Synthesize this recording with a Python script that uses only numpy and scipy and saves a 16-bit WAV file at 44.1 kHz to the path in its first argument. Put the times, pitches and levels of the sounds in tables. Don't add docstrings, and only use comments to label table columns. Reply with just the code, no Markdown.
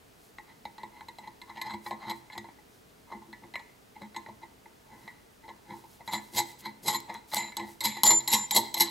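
import sys
import numpy as np
from scipy import signal
from scipy.fft import rfft, irfft, next_fast_len
from scipy.io import wavfile
from scipy.ndimage import uniform_filter1d

SR = 44100
rng = np.random.default_rng(int(sys.argv[2]) if len(sys.argv) > 2 else 0)


def persist_wave(psi):
    counts = np.round(np.clip(psi, -1, 1) * 32767).astype(np.int16)
    wavfile.write(sys.argv[1], SR, np.atleast_2d(counts).T)


N = 392486

# (time [s], level [dB], hardness [dB], clink [dB])
KNOCKS = [(.384, -44, -6, 9), (.653, -32.5, -10, -2), (.7814, -44, -5, -5), (.8327, -33.5, -14, -2),
          (1.008, -42.5, -8, 3), (1.0838, -39.5, -3, -4), (1.1848, -40.5, -4, -5), (1.2733, -37.5, -12, -2),
          (1.416, -46.5, 4, 0), (1.6144, -36.5, 3.5, 6), (1.8624, -37, -13, -5), (1.909, -29, -13, -3),
          (2.0971, -30, -3, -12), (2.1166, -33, -14, -11), (2.2993, -47, -14, 10), (2.3781, -36, 0, 0),
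          (2.443, -42.5, -16, -1), (2.4863, -43, -21, -2), (2.5859, -53, -20, 0), (3.2178, -47, -23, -10),
          (3.328, -45, -3, 5), (3.5385, -43, -3, 9), (3.5556, -36, -4, 12), (3.5937, -46, -3, -9),
          (4.0178, -45, -4, 1), (4.1454, -49, -2, 2), (4.1625, -31.5, -6, 1), (4.2617, -43, -14, 7),
          (4.2873, -41.5, -16, -5), (4.6572, -46, -24, 4), (5.0772, -44.5, -5, 6), (5.4797, -45, -9, 0),
          (5.8389, -47, -15, -11), (6.0764, -35, -1, -1), (6.3348, -48, -3, -9), (6.37, -32, 0, 1),
          (7.521, -54, 4, 7), (7.5682, -30.5, 2, -11), (7.8063, -39, 10, 2), (7.9684, -38, -2, 1),
          (8.0338, -19, 3, -11), (8.2045, -57, 20, -3), (8.2761, -32.5, 8.5, 0), (8.509, -30, 7, -2),
          (8.7415, -34, 9, -9)]
# (peak time [s], mean of 20 dB rise and fall [s], level [dB], hardness [dB])
SCRAPES = [(.5, .06, -58, -8), (.8, .05, -47.5, -20), (.971, .08, -52, -12), (1.24, .04, -48, -16),
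           (1.501, .028, -42, -11), (1.575, .026, -39.5, -12), (1.67, .043, -36, -10),
           (1.71, .027, -39, -7), (1.742, .017, -35.5, -11), (1.867, .014, -38, -9),
           (1.93, .018, -38.5, -16), (2.031, .07, -41.5, -15), (2.085, .05, -35.5, -12),
           (2.111, .024, -37, -2), (2.332, .018, -49, 0), (2.355, .015, -43, -18), (3.122, .035, -38, -18),
           (3.44, .025, -48, -20), (3.966, .014, -45, -22), (4.035, .035, -47, -13),
           (4.433, .02, -41.5, -19), (4.93, .08, -51, -22), (5.08, .15, -54, -14), (5.445, .022, -49, -19),
           (5.495, .02, -43.5, -11), (5.71, .056, -40, -16), (6.01, .014, -48, -21), (6.09, .018, -36, -12),
           (6.49, .065, -58, 1), (6.95, .032, -29.5, -2), (7.103, .022, -34.5, -14), (7.152, .045, -39, -8),
           (7.339, .02, -31, -3), (8.068, .022, -35, 12)]
# (peak time [s], level [dB])
THUMPS = [(1.742, -41), (1.92, -44), (2.07, -44), (2.378, -46), (3.154, -43), (3.289, -51), (3.44, -50),
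          (4.023, -44), (4.29, -48), (4.93, -52), (5.05, -52), (5.71, -45), (6.345, -42), (6.86, -41),
          (8.345, -39), (8.575, -33), (8.81, -39)]
# (landing [s], slip [s], slip level [dB], hardness [dB], drag level [dB],
# coast level [dB], coast length [s], coast clink [dB])
FLICKS = [(6.085, 6.137, -29, -3, -48, -44, .06, -1), (6.34, 6.385, -28, 2, -40, -42, .04, -1),
          (6.61, 6.66, -36, -3, -53, -53, .05, 0), (6.85, 6.882, -29.5, 4, -47, -32, .085, -1),
          (7.315, 7.369, -31, 2, -44, -37.5, .13, 5), (7.57, 7.599, -34, -10, -43, -42, .1, -1),
          (7.808, 7.854, -30, 4, -44, -38, .17, 7), (8.036, 8.11, -26, 1.5, -30, -42, .09, -6),
          (8.278, 8.338, -26, 5, -39, -40, .1, -4), (8.511, 8.567, -24, 5, -39, -41, .12, -5),
          (8.744, 8.81, -25.5, 7, -38, -41, .1, -5)]
# (start [s], caught [s], level [dB], decay [dB/s])
FREE_RINGS = [(2.325, 2.38, -70, 40), (3.555, 3.85, -75, 36), (6.085, 6.128, -52, 10),
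              (6.125, 6.185, -45, 50), (6.37, 6.397, -33.5, 10), (6.888, 6.982, -42, 3),
              (7.365, 7.516, -38.5, 119), (7.855, 8.032, -41.5, 108), (8.044, 8.191, -16.5, 46.5),
              (8.288, 8.454, -32.5, 19), (8.515, 8.562, -35, 10)]
# (frequency [Hz], energy [dB], T60 [s])
STEEL_MODES = [(108.7, -18, 0.25), (128.6, -17, 0.7), (211, -6.5, 0.22), (223.8, -11.5, 0.16),
               (272.2, -17, 0.5), (339, -8, .2), (513.5, -23, 0.16), (811.5, -11, 0.068),
               (847.5, -3.5, 0.081), (879.2, -3, 0.079), (908, -0.5, 0.11), (927.5, -7, 0.14),
               (971, -7, .13), (1039.5, -11.5, 0.11), (1053.4, -10, 0.18), (1740, -15.5, 0.18),
               (1930, -7.5, .11), (2008, -4.5, 0.09), (2046.6, -4.5, 0.1), (2087, -5.5, 0.072),
               (2256, -14, 0.12), (3316, -14, 0.019), (3734, -13, 0.079), (4005, -3, 0.039),
               (4132, -5, 0.034), (4984, -14, 0.016), (6590, -12, 0.064), (7707, -8, 0.077),
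               (9020, -23.5, 0.055), (11420, -6, 0.036), (11410, -4.5, 0.023)]
# (frequency [Hz], relative density [dB])
CRACK_SPECTRUM = [(60, -30), (140, -3), (220, 2), (380, 0), (600, -11), (800, -13), (1250, -27),
                  (1500, -20), (2100, 8), (2700, 5), (3800, 15), (5200, 13.5), (7500, 6.5), (10000, -9),
                  (12000, -10), (16000, -5)]
BAND_EDGES_HZ = [70, 550, 1400, 2800, 9500, 17000]
THUMP_BANDS_DB = [0, -20, -20, -28, -38]
# (centre time [s], 1/e half width [s], level [dB])
GLOVE_RUBS = [(0.243, 0.074, -68.5), (1.872, 0.036, -56.5), (2.163, 0.045, -66), (2.75, 0.054, -71),
              (5.027, 0.11, -69), (5.777, 0.066, -65), (5.93, 0.059, -63.5), (6.075, 0.023, -61),
              (6.138, .02, -51), (6.24, 0.085, -63), (6.372, .03, -42), (6.49, .05, -58),
              (6.604, 0.015, -55), (6.84, 0.012, -52.5), (6.882, .017, -42), (7.31, 0.029, -57),
              (7.355, .022, -43), (7.702, 0.054, -59), (8.064, .015, -32), (8.23, 0.03, -66)]
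# (time [s], peak level [dB])
GLOVE_SNAPS = [(6.363, -23), (6.411, -28), (6.502, -38), (6.516, -36), (6.59, -42), (7.003, -33),
               (7.142, -34), (7.3455, -12.5), (7.856, -11), (8.3164, -19), (8.779, -21)]
# (frequency [Hz], relative density [dB])
GLOVE_SPECTRUM = [(80, -45), (400, -22), (1500, -9), (4000, 4), (9000, 3), (13000, 4), (16000, -2.5)]
# (frequency [Hz], relative density [dB])
REVERB_MID = [(80, -10.5), (250, 3), (900, -1.5), (2000, -2), (4000, -5), (8000, -6.5), (11500, -14),
              (16000, -6)]
REVERB_SIDE = [(80, -14), (200, 0), (350, 2), (600, -4), (900, 0), (2000, -4), (4000, -9), (8000, -10),
               (11500, -17), (16000, -8)]
# (frequency [Hz], relative density [dB])
AIR_MID = [(12, -50), (20, -12), (59, -2.5), (232, -3.5), (282, -2.5), (333, -8), (439, -2.5), (505, -10.5),
           (705, -9.5), (932, -13.5), (2210, -17), (2610, -18), (3960, -19.5), (4550, -20), (15500, -25.5)]
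AIR_SIDE = [(12, -68), (20, -29), (59, -17), (110, -12), (200, -7), (380, -7), (700, -8), (1290, -13),
            (2380, -19), (4400, -25), (8120, -37), (15000, -48)]

SIDE_SIGNS = np.array([[1], [-1]])


def nut_handled(filters, knock_gain_db=-3.1, scrape_gain_db=-.8, thump_gain_db=-1.5, rise_share=.46):
    out = np.zeros(N)
    for start_s, db, hardness_db, clink_db in KNOCKS:
        tick = struck_steel(knock(), band_levels(db, hardness_db, clink_db), filters)
        add(out, start_s, undb(knock_gain_db) * tick)
    for peak_s, width_s, db, hardness_db in SCRAPES:
        start_s, swell = volley(peak_s, 2 * width_s * rise_share, 2 * width_s * (1 - rise_share))
        scrape = struck_steel(chatter(swell), band_levels(db, hardness_db), filters)
        add(out, start_s, undb(scrape_gain_db) * scrape)
    for peak_s, db in THUMPS:
        start_s, swell = volley(peak_s, rise_s=.025, fall_s=.032)
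        thump = struck_steel(chatter(swell), db + np.array(THUMP_BANDS_DB), filters)
        add(out, start_s, undb(thump_gain_db) * thump)
    return out


def nut_flicked(filters, gain_db=-.8, shake_db=4.5, growth_db_per_s=45, decay_db_per_s=95):
    out = np.zeros(N)
    for land_s, slip_s, slip_db, hardness_db, drag_db, coast_db, coast_s, clink_db in FLICKS:
        swell = undb(-growth_db_per_s * seconds(slip_s - land_s))[::-1]
        drag = chatter(swell, hits_per_s=600, friction=.035)
        levels_db = band_levels(drag_db, hardness_db - 2.5, shake_db=shake_db)
        add(out, land_s, struck_steel(drag, levels_db, filters))

        start_s, swell = volley(slip_s, rise_s=.026, fall_s=.04)
        slip = chatter(swell, hits_per_s=700, friction=.04)
        levels_db = band_levels(slip_db, hardness_db, shake_db=shake_db)
        add(out, start_s, struck_steel(slip, levels_db, filters))

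        coast = chatter(undb(-decay_db_per_s * seconds(coast_s)), hits_per_s=700, friction=.035)
        levels_db = band_levels(coast_db, hardness_db - 4, clink_db, shake_db)
        add(out, slip_s, struck_steel(coast, levels_db, filters, soft_crack_db=-11))
    return undb(gain_db) * out


def knock(rebound=.58, flight_s=.002, count=4):
    flights_s = flight_s * (.5 + rng.random(count))
    hit_samples = (SR * (np.cumsum(flights_s) - flights_s[0])).astype(int)
    force = np.zeros(hit_samples[-1] + 1)
    force[hit_samples] = rebound ** np.arange(count)
    return force


def chatter(swell, hits_per_s=850, scatter_db=4.0, friction=.048, crest=1.94):
    size = len(swell)
    hits = (rng.random(size) < hits_per_s / SR) * rng.choice([-1, 1], size)
    strengths = undb(scatter_db * np.clip(rng.standard_normal(size), -2, 2))
    force = swell * (hits * strengths + friction * rng.standard_normal(size))
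    force[np.argmax(swell)] = crest
    return force


def volley(peak_s, rise_s, fall_s, build_s=.003):
    lead_s = 1.5 * rise_s
    t = seconds(1.5 * (rise_s + fall_s)) - lead_s
    return peak_s - lead_s - build_s, undb(-20 * np.maximum(-t / rise_s, t / fall_s))


def band_levels(housing_db, hardness_db, clink_db=0, shake_db=0, gentle_db=-40):
    housing_drive_db = housing_db - gentle_db
    rod_drive_db = housing_drive_db + hardness_db
    mount_db = -53.5 + .85 * housing_drive_db + shake_db
    overtones_db = -42 + .69 * (housing_drive_db + rod_drive_db) / 2 + clink_db
    top_db = -53 + 1.56 * rod_drive_db
    return [mount_db, housing_db, overtones_db, housing_db + hardness_db, top_db]


def struck_steel(force, levels_db, filters, soft_crack_db=-8, soft_hz=4000, hard_hz=15000):
    rod_db = levels_db[-2]
    hard_db, range_db = -22, 14.5
    softness = np.clip((hard_db - rod_db) / range_db, 0, 1)
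    cutoff_hz = hard_hz * (soft_hz / hard_hz) ** softness
    ring = signal.fftconvolve(force, steel_response(crack_db=-1.5 + soft_crack_db * softness))
    ring = signal.lfilter(*signal.butter(2, cutoff_hz, fs=SR), ring)
    out = 0
    for sos, db in zip(filters, levels_db):
        band = signal.sosfilt(sos, ring)
        peak_rms = np.sqrt(uniform_filter1d(band ** 2, size=353).max())
        out = out + undb(db) * band / peak_rms
    return out


def steel_response(crack_db, crack_t60_s=.04, spread_db=1.0, detune=.0025):
    t = seconds(.25)
    out = undb(crack_db) * unit_energy(noise(CRACK_SPECTRUM, len(t)) * fade(t, crack_t60_s))
    for hz, db, t60_s in STEEL_MODES:
        weight, shift, polarity = rng.standard_normal(3)
        age_s = t[:int(t60_s * SR)]
        mode = np.sin(2 * np.pi * hz * (1 + detune * shift) * age_s) * fade(age_s, t60_s)
        out[:len(mode)] += np.sign(polarity) * undb(db + spread_db * weight) * unit_energy(mode)
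    return out


def nut_ringing(hz=7163, build_s=.0045, caught_t60_s=.064, jostle_depth=.58, settle_s=.11):
    out = np.zeros(N)
    for start_s, caught_s, db, decay_db_per_s in FREE_RINGS:
        free_s = caught_s - start_s
        t = seconds(free_s + .15)
        damping = fade(np.maximum(t - free_s, 0), caught_t60_s)
        envelope = (1 - np.exp(-t / build_s)) * undb(db - decay_db_per_s * t) * damping
        jitter = wander(176, len(t)) + 1j * wander(167, len(t))
        jostle = 1 + jostle_depth * np.exp(-t / settle_s) * jitter
        tone = np.imag(jostle * np.exp(2j * np.pi * hz * t))
        add(out, start_s, np.sqrt(2) * envelope * tone)
    return out


def glove(rub_gain_db=2.0, grain_db=2.5, grain_hz=810, snap_t60_s=.006):
    swell = np.zeros(N)
    for centre_s, half_s, db in GLOVE_RUBS:
        t = seconds(4 * half_s) - 2 * half_s
        add(swell, centre_s - 2 * half_s, undb(db + rub_gain_db) * np.exp(-(t / half_s) ** 2))
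    out = swell * noise(GLOVE_SPECTRUM, N) * undb(grain_db * wander(grain_hz, N))
    t = seconds(.02)
    for start_s, db in GLOVE_SNAPS:
        snap = noise(GLOVE_SPECTRUM, len(t)) * fade(t, snap_t60_s)
        add(out, start_s, undb(db) * snap / np.abs(snap).max())
    return out


def workshop_reverb(x, mid_db=-16.5, side_db=-21, t60_s=.5, predelay_s=.0034):
    t = seconds(.7)
    tail = fade(t, t60_s) * (t > predelay_s)
    mid = signal.fftconvolve(x, unit_energy(noise(REVERB_MID, len(t)) * tail))[:N]
    side = signal.fftconvolve(x, unit_energy(noise(REVERB_SIDE, len(t)) * tail))[:N]
    return undb(mid_db) * mid + undb(side_db) * side * SIDE_SIGNS


def room_air(mid_db=-59.5, side_db=-62):
    return undb(mid_db) * noise(AIR_MID, N) + undb(side_db) * noise(AIR_SIDE, N) * SIDE_SIGNS


def undb(db):
    return 10 ** (np.asarray(db) / 20)


def unit_energy(x):
    return x / np.sqrt(np.sum(x ** 2))


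def seconds(length_s):
    return np.arange(int(length_s * SR)) / SR


def fade(t, t60_s):
    return np.exp(-np.log(1000) * t / t60_s)


def add(track, start_s, x):
    i = max(int(start_s * SR), 0)
    track[i:i + len(x)] += x[:max(N - i, 0)]


def noise(spectrum, size):
    hz, db = np.transpose(spectrum)
    padded = next_fast_len(size, real=True)
    bins_hz = np.maximum(np.fft.rfftfreq(padded, 1 / SR), 1)
    gains = undb(np.interp(np.log(bins_hz), np.log(hz), db))
    x = irfft(rfft(rng.standard_normal(padded)) * gains, padded)[:size]
    return x / x.std()


def wander(rate_hz, size):
    position = np.arange(size) * rate_hz / SR
    count = int(position[-1]) + 2
    return np.interp(position, np.arange(count), rng.standard_normal(count))


def scene(pan_db=.2, ring_send_db=-3, width_db=-14.5, width_hz=12500):
    filters = [signal.butter(4, edges_hz, "band", fs=SR, output="sos")
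               for edges_hz in zip(BAND_EDGES_HZ, BAND_EDGES_HZ[1:])]
    contacts = nut_handled(filters) + nut_flicked(filters) + glove()
    ring = nut_ringing()
    direct = (contacts + ring) * undb([[pan_db], [-pan_db]])
    treble = signal.lfilter(*signal.butter(2, width_hz, "high", fs=SR), contacts)
    reverb = workshop_reverb(contacts + undb(ring_send_db) * ring)
    return direct + undb(width_db) * treble * SIDE_SIGNS + reverb + room_air()


def record(dry):
    cutoff_hz = 15750
    return signal.sosfilt(signal.ellip(10, .2, 80, cutoff_hz, fs=SR, output="sos"), dry)


dry = scene()
out = record(dry)
persist_wave(out)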